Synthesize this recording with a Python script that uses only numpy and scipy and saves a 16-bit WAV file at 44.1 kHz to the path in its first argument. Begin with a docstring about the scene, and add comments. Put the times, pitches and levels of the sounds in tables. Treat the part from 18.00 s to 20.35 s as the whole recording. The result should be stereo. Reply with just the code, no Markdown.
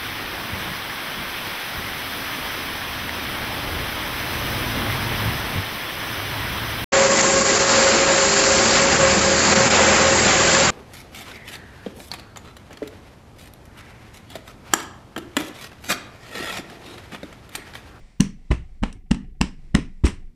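"""A fist pounds seven times on a hard plastic ring on a wooden workbench, heard close by in stereo.
Each blow drives the bench top: a damped low thump, short knocks and longer modes of the boards.
The tight parts slip with a crack, noise shaped by the ring's resonances; loose metal bits rattle and ring.
The bench sways on its legs as a slow sine, something rocking on it ticks, and a low hum and hiss go on.
A small workshop answers the blows and cracks with decaying noise."""
import sys
import numpy as np
from scipy import signal
from scipy.fft import rfft, irfft, next_fast_len
from scipy.io import wavfile
from scipy.ndimage import map_coordinates

SR = 44100
rng = np.random.default_rng(int(sys.argv[2]) if len(sys.argv) > 2 else 0)


def to_wav(s):
    """Save 16-bit WAV."""
    ch = np.atleast_2d(s).T  # columns
    pcm = np.round(np.clip(ch, -1, 1) * 32767)  # PCM
    wavfile.write(sys.argv[1], SR, pcm.astype(np.int16))


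N = 103635
ALIKE = 0.16  # correlation of left and right in the cracks, rattles and scuffs


def amp(db):
    """Level to amplitude: 20 dB is a factor of ten."""
    return 10 ** (np.asarray(db) / 20)


def unit(x):
    """Scale to an RMS of one, so that a later gain sets the level."""
    return x / np.sqrt(np.mean(x ** 2) + 1e-20)


def along(points, hz):
    """Interpolate (f/Hz, value) points on a logarithmic frequency axis."""
    f, v = np.transpose(points)
    return np.interp(np.log(hz + 1), np.log(f + 1), v)


def curve(rows):
    """Interpolate (t/s, value) rows linearly to one value per sample."""
    return np.interp(np.arange(N) / SR, *np.transpose(rows))


def wobble(rate, size=N):
    """Slow random fluctuation: a spline through normal draws, rate knots per second."""
    knots = rng.standard_normal(int(size * rate / SR) + 4)
    return map_coordinates(knots, [np.arange(size) * rate / SR])


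def filtered(x, response):
    """Linear filtering: multiply the spectrum by a response of frequency."""
    m = next_fast_len(x.shape[-1] + SR // 16)
    spectrum = rfft(x, m) * response(np.fft.rfftfreq(m, 1 / SR))
    return irfft(spectrum, m)[..., :x.shape[-1]]


def resonance(f, hz, width):
    """Driven damped oscillator: a causal band-pass of peak gain 1."""
    return 1j * f * width / (hz * hz - f * f + 1j * f * width)


def swell(t, rise, t60):
    """Envelope of a damped source: a rounded rise, then a fall of 60 dB in t60 seconds."""
    attack = np.sin(np.pi / 2 * np.clip(t / rise, 0, 1)) ** 2
    return attack * amp(-60 * np.maximum(t - rise, 0) / t60)


def pair(size, alike):
    """Partial coherence: two noises mixed from independent ones to the correlation alike."""
    a, b = rng.standard_normal((2, size))
    u = np.arccos(np.clip(alike, 0, 1)) / 2
    return np.array([np.cos(u) * a + np.sin(u) * b, np.cos(u) * a - np.sin(u) * b])


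def add(track, x, s):
    """Superposition: mix x into track from time s."""
    i = round(s * SR)
    track[..., i:i + x.shape[-1]] += x[..., :N - i]


def room(x):
    """Diffuse reverberation: convolution with fresh noise whose bands decay at their own rates."""
    # reverberation time of the workshop: f/Hz, t60/s
    reverb_times = [(100, 0.49), (300, 0.25), (1000, .25), (2300, 0.34), (3500, 0.24), (5000, 0.27),
                    (10000, 0.19)]
    hz, t, z = signal.stft(rng.standard_normal((2, SR // 3)), SR, nperseg=256)
    decay = amp(-60 * t / along(reverb_times, hz)[:, None])
    tail = signal.istft(z * decay, SR, nperseg=256)[1]
    delayed = np.pad(x, ((0, 0), (250, 0)))  # samples before the first reflection
    return signal.fftconvolve(delayed, tail / np.linalg.norm(tail[0]), axes=1)


def background():
    """Slow oscillation and noise of changing level: the bench sways, a hum pulses with it, a hiss wavers."""
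    # RMS level of the sway: t/s, level/dB
    sway_level = [(0.0, -57), (0.03, -38), (0.16, -70), (0.21, -39), (0.48, -43.5), (0.51, -38.5),
                  (0.74, -42), (0.86, -35), (0.98, -46.5), (1.11, -42.5), (1.99, -36.5), (2.02, -43.5),
                  (2.28, -33), (2.35, -65)]
    # level of the low hum before its pulsing and wavering: t/s, level/dB
    hum_level = [(0.0, -44.5), (0.2, -61.5), (0.4, -48), (0.56, -56), (0.74, -51), (0.88, -51),
                 (1.01, -49.5), (1.16, -52), (1.26, -45), (2.01, -48), (2.2, -45), (2.35, -52.5)]
    # level of the hiss before its wavering: t/s, level/dB
    hiss_level = [(0, -61), (.18, -65), (.3, -62), (.45, -64), (.65, -65), (.78, -66), (.95, -78),
                  (1.08, -78), (1.3, -68), (1.6, -67), (1.75, -70), (1.95, -68), (2.19, -63), (2.35, -72)]
    # relative spectral density of the hum: f/Hz, level/dB per Hz
    hum_spectrum = [(21, -26.5), (35, 1), (97, -20.5), (141, -16.5), (232, -24.5), (438, -33.5),
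                    (500, -43.5), (650, -65), (1100, -120)]
    # relative spectral density of the hiss: f/Hz, level/dB per Hz
    hiss_spectrum = [(290, -49), (500, -4), (1670, -13.5), (2000, -4.5), (2870, -13.5), (4980, -16),
                     (5890, -15.5), (6200, -22), (7330, -18), (10800, -25), (14000, -70.5), (22000, -120)]
    sway_hz, pulse_db = 22.3, 3.5  # mean sway rate; swing of the hum level to either side
    sway = np.sin(2 * np.pi * np.cumsum(sway_hz + 1.5 * wobble(5)) / SR)
    hum = unit(filtered(pair(N, 0.9), lambda f: amp(along(hum_spectrum, f))))
    hiss = unit(filtered(pair(N, 0.15), lambda f: amp(along(hiss_spectrum, f))))
    swaying = np.sqrt(2) * amp(curve(sway_level)) * sway
    humming = amp(curve(hum_level) + pulse_db * sway + 1.7 * wobble(9.6)) * hum
    hissing = amp(curve(hiss_level) + 2.6 * wobble(8.5)) * hiss
    return swaying + humming + hissing


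def ticks():
    """Light impacts of something rocking on the bench: a damped tone and a band of scuffing noise."""
    # touches: onset t/s, tone level/dB
    touches = [(.062, -65), (.328, -60), (.377, -62), (.58, -56), (.631, -58), (.683, -62), (.74, -65),
               (.952, -58), (1.0, -64), (1.053, -63), (1.235, -56), (1.287, -62), (1.342, -64),
               (1.537, -59), (1.585, -62), (1.639, -65), (1.877, -60), (1.925, -63), (2.167, -59),
               (2.216, -62), (2.266, -64)]
    tone_hz, t60 = 745, 0.07  # Hz, s
    scuff_hz, scuff_db = 2100, -6  # Hz, dB relative to the tone's amplitude
    out, t = np.zeros((2, N)), np.arange(SR // 8) / SR
    for s, db in touches:
        tone = np.sin(2 * np.pi * (tone_hz * t + rng.random((2, 1))))
        scuff = unit(filtered(pair(len(t), ALIKE), lambda f: resonance(f, scuff_hz, 1100) ** 2))
        add(out, amp(db) * swell(t, 0.013, t60) * (tone + amp(scuff_db) * scuff), s)
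    return out


def bench():
    """Impulsive excitation of damped modes: a push gives a deep thump, two knocks and ringing boards."""
    # contacts: onset t/s, thump level/dB, thump f/Hz, knock level/dB, knock f/Hz,
    # upper knock level/dB, rise of the knocks and boards t/s, knock t60/s
    contacts = [(0.1969, -14.5, 54, -1.5, 199.8, -25.5, .0075, 0.026),
                (0.504, -5.5, 58, -15, 167, -17, 0.0087, .04),
                (0.8212, -12.5, 36, -37.5, 200, -42, 0.0066, .04),
                (0.8251, -23, 50, -11.5, 218, -28.5, 0.00836, 0.041),
                (1.107, -10, 52.9, -3.5, 208.6, -23, .007, 0.032),
                (1.406, -11, 54.4, -7.5, 208, -22, .0065, 0.026),
                (1.743, -6.5, 55, -2.5, 196.9, -19, 0.0067, 0.028),
                (2.0365, -3, 62, -16, 225, -11.5, 0.0093, 0.054),
                (2.078, -27, 90.3, -26.5, 201.3, -35.5, 0.0036, 0.19),
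                (.523, -28.5, 100, -13, 131.3, -22, 0.003, 0.048),
                (1.432, -38.5, 61, -17.5, 200, -26, 0.0072, 0.02),
                (1.7815, -40, 60, -22, 290, -20, .003, .04), (2.064, -49.5, 60, -21, 280, -21, .003, 0.054),
                (0.949, -35.5, 100, -47, 293, -42, 0.0091, .08)]
    # board modes: f/Hz, mean level/dB relative to the stronger knock, t60/s
    board_modes = [(156.7, -29.5, 0.3), (201.4, -23, 0.15), (238.9, -24, 0.19), (286, -30, 0.26),
                   (359.3, -36, .25), (423.6, -42, 0.13)]
    thump_rise, thump_t60 = 0.0036, 0.097  # s
    upper_hz, upper_t60 = 331.1, 0.022  # Hz, s
    knock_lag = 0.0028  # s, the knock follows the push
    left_lead = 0.00031  # s, left ahead of right
    room_db = -15.5
    out, t = np.zeros((2, N)), np.arange(SR // 3) / SR
    late = np.maximum(t - knock_lag, 0)

    def mode(db, hz, rise, t60):
        """Damped oscillation of one mode, its first swing downward."""
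        return -amp(db) * swell(late, rise, t60) * np.sin(2 * np.pi * hz * late)

    for s, thump_db, thump_hz, knock_db, knock_hz, upper_db, rise, knock_t60 in contacts:
        thump = -amp(thump_db) * swell(t, thump_rise, thump_t60) * np.cos(2 * np.pi * thump_hz * t)
        knock = mode(knock_db, knock_hz, rise, knock_t60) + mode(upper_db, upper_hz, rise, upper_t60)
        stronger_db = max(knock_db, upper_db)
        boards = sum(mode(stronger_db + db + rng.normal(0, 1.43), hz, rise, t60)
                     for hz, db, t60 in board_modes)
        blow = thump + knock + boards
        wet = room(blow[None])
        add(out, blow, s)
        # low reverberation is mostly common to both sides
        add(out, amp(room_db) * (1.12 * wet[0] + 0.27 * wet), s)
    side = np.array([[1], [-1]])
    return filtered(out, lambda hz: np.exp(np.pi * 1j * hz * left_lead * side))


def slips():
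    """Frictional slip: gritty noise excites the ring's resonances, then loose bits rattle and metal rings."""
    # slips: peak t/s, crack level/dB, rise t/s, crack t60/s, tilt/dB per octave,
    # left minus right level/dB, rattle level/dB, ringing tone f/Hz, tone level/dB relative to the crack gain
    slip_events = [(0.2029, -20.5, 0.0034, .05, -1, -1.5, -65, 3000, 1),
                   (0.2064, -13.5, .003, 0.011, 6, 3, -32.5, 2800, 3.5),
                   (0.512, -23, 0.0064, .04, -3.5, 2, -65, 3927, 0),
                   (.515, -17, .003, 0.03, -3, -0.5, -36, 1637, 5.5),
                   (.524, -31.5, 0.0035, 0.03, -1, 4.5, -55, 2170, -3),
                   (.541, -35, .004, 0.044, -1, 2, -54.5, 2800, -17.5),
                   (.831, -30.5, 0.0057, 0.036, -3.5, 2, -63, 1524, 3),
                   (0.8366, -14.5, 0.0035, 0.023, -4, -0.5, -36, 1620, -3.5),
                   (.928, -39, .0015, .02, 7, 2, -63, 4900, -10),
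                   (1.112, -24.5, .004, 0.036, 0.5, -3, -49, 1674, 0),
                   (1.1147, -13, .003, 0.019, 0.5, 0.5, -38, 2580, 0.5),
                   (1.146, -33, 0.0022, 0.023, 0, 4, -71, 2690, 0),
                   (1.411, -26, 0.0039, 0.023, -2, 5, -65.5, 2070, -0.5),
                   (1.4137, -8.5, .002, 0.019, 1, 3.5, -30.5, 2656, 1),
                   (1.748, -21, 0.0043, 0.091, -3.5, 2, -58, 1066, 1.5),
                   (1.751, -10.5, 0.0029, 0.015, 1, 3.5, -31.5, 2005, 1.5),
                   (2.045, -23, 0.0094, 0.037, -3.5, 4.5, -32, 1030, 11),
                   (2.058, -27, 0.0089, 0.15, 5, 3.5, -31.5, 2740, -3.5),
                   (2.068, -25, 0.0022, 0.017, 0, -8, -60, 1004, 1),
                   (2.075, -32, .003, 0.15, 0.5, 6.5, -53.5, 2070, 8)]
    # resonances of the plastic ring: f/Hz, width/Hz, level/dB
    plastic_modes = [(574, 230, -1), (1019, 153, 4.5), (1288, 135, 2), (1848, 330, 1), (2906, 416, -2),
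                     (4114, 570, -9), (5556, 730, -9), (7610, 1170, -12), (9030, 1900, -16.5)]
    # relative spectral density of the rattling bits: f/Hz, level/dB per Hz
    rattle_spectrum = [(240, -36.5), (400, 5.5), (675, -12.5), (902, -8), (1520, -9.5), (1870, -8.5),
                       (2610, -5.5), (5050, -21), (7950, -22), (10800, -26.5), (14000, -65.5),
                       (22000, -120)]
    # metal modes: f/Hz, mean level/dB before the metal gain, t60/s
    metal_modes = [(2280, -6.5, 0.29), (3650, 3.5, 0.06), (3620, -15.5, 0.37), (4010, 12.5, 0.05),
                   (6240, -0.5, 0.23), (7407, -17, 0.2), (7784, -11.5, 0.29)]
    rattle_t60, rattle_grain_db = 0.24, 1  # s, dB
    metal_db, room_db = -18, -13  # metal relative to the rattle gain; reverberation of the crack
    tone_t60 = 0.024  # s, an extra decay: the tone dies faster than the grit
    out, t = np.zeros((2, N)), np.arange(SR // 4) / SR

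    def body(f):
        """Modal sum of the plastic ring, neighbours in opposite phase."""
        return sum((-1) ** k * amp(db) * resonance(f, hz, width)
                   for k, (hz, width, db) in enumerate(plastic_modes))

    def sine(hz):
        """Pure tone with an independent random phase on each side."""
        return np.sin(2 * np.pi * (hz * t + rng.random((2, 1))))

    for s, db, rise, t60, tilt_db, pan_db, rattle_db, tone_hz, tone_db in slip_events:
        grit = pair(len(t), ALIKE) * amp(4.4 * wobble(674, size=len(t)))
        crack = unit(filtered(grit, lambda f: body(f) * amp(tilt_db * np.log2((f + 100) / 2000))))
        tone = amp(tone_db - 60 * t / tone_t60) * sine(tone_hz)
        shape = swell(t, rise, t60) * amp([[db + pan_db / 2], [db - pan_db / 2]])

        grain = amp(rattle_grain_db * wobble(150, size=len(t)))
        noise = filtered(pair(len(t), ALIKE), lambda f: amp(along(rattle_spectrum, f)))
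        bits = unit(noise * grain) * swell(t, rise + 0.0043, rattle_t60)
        metal = sum(amp(level - 60 * t / decay + rng.normal(0, 1.5, (2, 1))) * sine(hz)
                    for hz, level, decay in metal_modes)
        rattle = amp(rattle_db) * (bits + amp(metal_db) * metal * (t > rise))

        add(out, (crack + tone) * shape + rattle, s - rise)
        add(out, amp(room_db) * room((crack * shape)[:, :SR // 8]), s - rise)
    return out


def scene():
    """Superposition of all sources at the listening point."""
    return background() + ticks() + bench() + slips()


def record(dry):
    """Transduction: unequal treble response, self-noise, soft saturation, then a sharp low-pass."""
    # treble response of both sides: f/Hz, level/dB
    treble = [(9300, -0.5), (10500, -9), (12000, -7.5), (15000, -12.5)]
    # brighter left side: f/Hz, left minus right level/dB
    left_louder = [(300, 0), (2000, 0), (5800, 2), (10000, 1.5)]
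    self_noise_db, top_hz = -79, 15400
    half = np.array([[0.5], [-0.5]])
    x = filtered(dry, lambda hz: amp(along(treble, hz) + along(left_louder, hz) * half))
    x = x + amp(self_noise_db) * rng.standard_normal(x.shape)
    x = x / (1 + np.abs(x) ** 6) ** (1 / 6)  # peaks saturate towards 1
    return filtered(x, lambda hz: hz < top_hz)


dry = scene()
out = record(dry)
to_wav(out)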